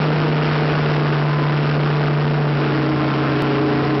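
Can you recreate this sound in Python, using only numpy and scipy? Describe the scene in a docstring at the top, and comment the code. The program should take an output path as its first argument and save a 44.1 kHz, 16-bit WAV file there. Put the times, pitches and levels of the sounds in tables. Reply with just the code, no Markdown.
"""Airboat engine and propeller, heard on board on a wide river; the throttle eases at about 2.5 s.
Exhaust boom, uneven firings, blade tones and rushing air overload the microphone, so each swing
of the boom chops the rest into a rasp. Hull and wind rumble below; a thin whistle passes briefly.
Near the end the sound skips once with a faint tick."""
import sys
import numpy as np
from scipy import signal
from scipy.fft import rfft, irfft
from scipy.io import wavfile
from scipy.ndimage import uniform_filter1d

SR = 44100
rng = np.random.default_rng(int(sys.argv[2]) if len(sys.argv) > 2 else 0)


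def waveform_to_disk(signal):
    """Save audio, clipped to [-1, 1], as 16-bit WAV at the path in sys.argv[1]."""
    frames = np.transpose(np.atleast_2d(signal))
    scaled = np.clip(frames, -1, 1) * 32767
    samples = np.round(scaled).astype(np.int16)
    wavfile.write(sys.argv[1], SR, samples)


N = 176400

# exhaust boom pitch, following engine speed: t/s, f/Hz
BOOM_PITCH = [(0, 152.8), (.6, 150.5), (1, 148.3), (1.5, 147.7), (2.38, 147.8), (2.5, 146), (2.62, 143.6),
              (2.8, 141.5), (3.2, 139.1), (4, 138.2)]
# exhaust boom: t/s, level/dB
BOOM_LEVEL = [(0, 0.5), (.6, -0.5), (1, 0.5), (1.7, .5), (2.35, 1.5), (2.7, -3), (3.1, -5), (3.6, -5),
              (4, -6.5)]
# engine orders: multiple of cycle rate, open-throttle level/dB, eased level/dB
ENGINE_ORDERS = [(6, -27.5, -24), (8, -18, -25), (9, -20.5, -19), (10, -17.5, -19), (13, -25.5, -31.5),
                 (14, -20.5, -24.5), (16, -22.5, -20)]
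# growl: t/s, lower-order level/dB, upper-order level/dB
GROWL_LEVELS = [(0, -24, -15.5), (.6, -16, -13.5), (1.4, -17.5, -21.5), (2.3, -17, -14), (2.85, -10, -20),
                (3.199, -9, -20.5), (3.42, -11.5, -13), (3.65, -8.5, -10), (4, -10, -15.5)]
# propeller tones: multiple of blade rate, open-throttle level/dB, eased level/dB
BLADE_TONES = [(2, -19, -23), (3, -20, -19.5), (6, -22.5, -25.5), (7, -28.5, -23.5), (8, -25, -28),
               (10, -39, -23.5), (11, -26.5, -30.5), (13, -26, -27)]
# air torn by the propeller: f/Hz, relative density/dB
WASH_SPECTRUM = [(30, -22.5), (70, -0.5), (130, -3), (230, 2.5), (330, 3.5), (520, -4.5), (800, -5.5),
                 (1400, -5), (2000, -11), (2800, -12.5), (3600, -19), (5200, -20), (7000, -25.5)]
# rushing air: t/s, level/dB
WASH_LEVEL = [(0, -6), (.7, -7), (1.4, -8), (2.2, -8), (3, -10.5), (4, -10.5)]
# whistle: t/s, f/Hz, level/dB
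WHISTLE_TRACK = [(1.15, 1035, -50.5), (1.28, 1027, -14.5), (1.45, 1013, -16.5), (1.6, 992, -27.5),
                 (1.7, 988, -36)]
# hull and wind rumble: f/Hz, relative density/dB
RUMBLE_SPECTRUM = [(25, -8.5), (55, 0), (90, -1), (130, -13.5), (300, -40)]
# rumble: t/s, level/dB
RUMBLE_LEVEL = [(0, -19), (2.2, -23.5), (3.2, -19.5), (4, -18)]


def engine(boom_turns, eased):
    """Exhaust boom on order 5, over the lumpy orders of the firing cycle."""
    boom = np.sqrt(2) * np.sin(2 * np.pi * boom_turns) * undb(curve(BOOM_LEVEL) - .3 * walk(20))
    cycle_turns = boom_turns / 5
    throb = growl(cycle_turns)
    firings = undb(.5) * harmonics(cycle_turns, ENGINE_ORDERS, eased, waver_db=2)
    return boom + throb + firings


def growl(cycle_turns, orders=(11, 15), throb_db=1.5, jitter_turns=.05):
    """Two throbbing engine orders that swell as the boom weakens."""
    levels, out = np.array(GROWL_LEVELS), 0
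    for column, order in enumerate(orders, 1):
        gain = undb(curve(levels[:, [0, column]]) + throb_db * walk(20))
        phase_turns = order * cycle_turns + rng.random() + jitter_turns * walk(14)
        out += gain * np.sin(2 * np.pi * phase_turns)
    return np.sqrt(2) * out


def propeller(boom_turns, eased, blades_per_boom=3 / 4):
    """Blade-pass tones over a gusty rush of torn air."""
    air = noise(WASH_SPECTRUM) * undb(curve(WASH_LEVEL) + .88 * walk(14))
    return air + harmonics(boom_turns * blades_per_boom, BLADE_TONES, eased, waver_db=1.2)


def whistle():
    """Brief thin whistle, sagging in pitch."""
    times_s, pitch_hz, level_db = np.array(WHISTLE_TRACK).T
    t = np.arange(N) / SR
    gain = np.interp(t, times_s, undb(level_db), left=0, right=0)
    turns = np.cumsum(np.interp(t, times_s, pitch_hz)) / SR
    return np.sqrt(2) * gain * np.sin(2 * np.pi * turns)


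def rumble():
    """Low hull and wind noise."""
    return noise(RUMBLE_SPECTRUM) * undb(curve(RUMBLE_LEVEL))


def skip(x, at_s=3.422, gap_s=.0014):
    """A sliver of sound drops out, leaving a tick and a soft thump."""
    at, gap = int(at_s * SR), int(gap_s * SR)
    t = np.arange(N - at) / SR
    tick = undb(-14) * np.exp(-t / .0004)
    thump = undb(-26) * np.exp(-t / .004)
    return np.concatenate([np.zeros(gap), x[:at - gap], x[at:] + tick + thump])


def harmonics(turns, table, eased, waver_db, jitter_turns=.009):
    """Tones of a rotation, levels set by throttle; each wavers alone, high ones more in phase."""
    out = 0
    for multiple, open_db, eased_db in table:
        level_db = open_db + (eased_db - open_db) * eased + waver_db * walk(5.004)
        phase_turns = multiple * (turns + jitter_turns * walk(25)) + rng.random()
        out += undb(level_db) * np.sin(2 * np.pi * phase_turns)
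    return np.sqrt(2) * out


def noise(spectrum):
    """Shaped noise, rms 1."""
    points_hz, points_db = np.array(spectrum).T
    bins_hz = np.maximum(np.arange(N // 2 + 1) * SR / N, 1)
    gain = undb(np.interp(np.log(bins_hz), np.log(points_hz), points_db))
    x = irfft(rfft(rng.standard_normal(N)) * gain, N)
    return x / x.std()


def walk(rate_hz):
    """Random steps, smoothed twice; spread near 1."""
    hold = int(SR / rate_hz)
    steps = np.repeat(rng.standard_normal(N // hold + 1), hold)
    return 1.271 * uniform_filter1d(uniform_filter1d(steps, hold), hold)[:N]


def curve(rows):
    """Linear ramps through (t/s, value) rows."""
    return np.interp(np.arange(N) / SR, *np.array(rows).T)


def undb(db):
    """Decibels to gain."""
    return 10 ** (np.asarray(db) / 20)


def low_cut(x, corner_hz):
    """First-order high-pass."""
    return signal.sosfilt(signal.butter(1, corner_hz, "high", fs=SR, output="sos"), x)


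def scene():
    """One shaft speed drives engine and propeller."""
    boom_hz = curve(BOOM_PITCH) * (1 + .001 * walk(8))
    boom_turns = np.cumsum(boom_hz) / SR
    open_hz, eased_hz = 141.8, 141.7
    eased = np.clip((open_hz - boom_hz) / (open_hz - eased_hz), 0, 1)
    return (engine(boom_turns, eased) + propeller(boom_turns, eased) + rumble() + whistle())[None]


def record(dry):
    """Microphone clips, its bass cut tilts the flat tops, the amplifier flattens the spikes; dull top."""
    mic_drive_db, mic_bias = 1, .18
    amp_drive_db, amp_bias, output_db = 3, .011, -10.5
    pressure = undb(mic_drive_db) * (dry[0] + mic_bias)
    mic = low_cut(pressure / np.sqrt(1 + pressure ** 2), corner_hz=215)
    amp = np.tanh(undb(amp_drive_db) * mic - amp_bias) + np.tanh(amp_bias)
    line = low_cut(undb(output_db) * amp, corner_hz=28)
    rolloff_hz, stopband_hz, top_hz = 4370, 6750, 15800
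    soft = signal.sosfilt(signal.butter(1, rolloff_hz, fs=SR, output="sos"), line)
    narrow = signal.sosfilt(signal.cheby2(12, 70, stopband_hz, fs=SR, output="sos"), soft)
    return signal.sosfilt(signal.ellip(8, .2, 70, top_hz, fs=SR, output="sos"), skip(narrow))[None]


dry = scene()
out = record(dry)
waveform_to_disk(out)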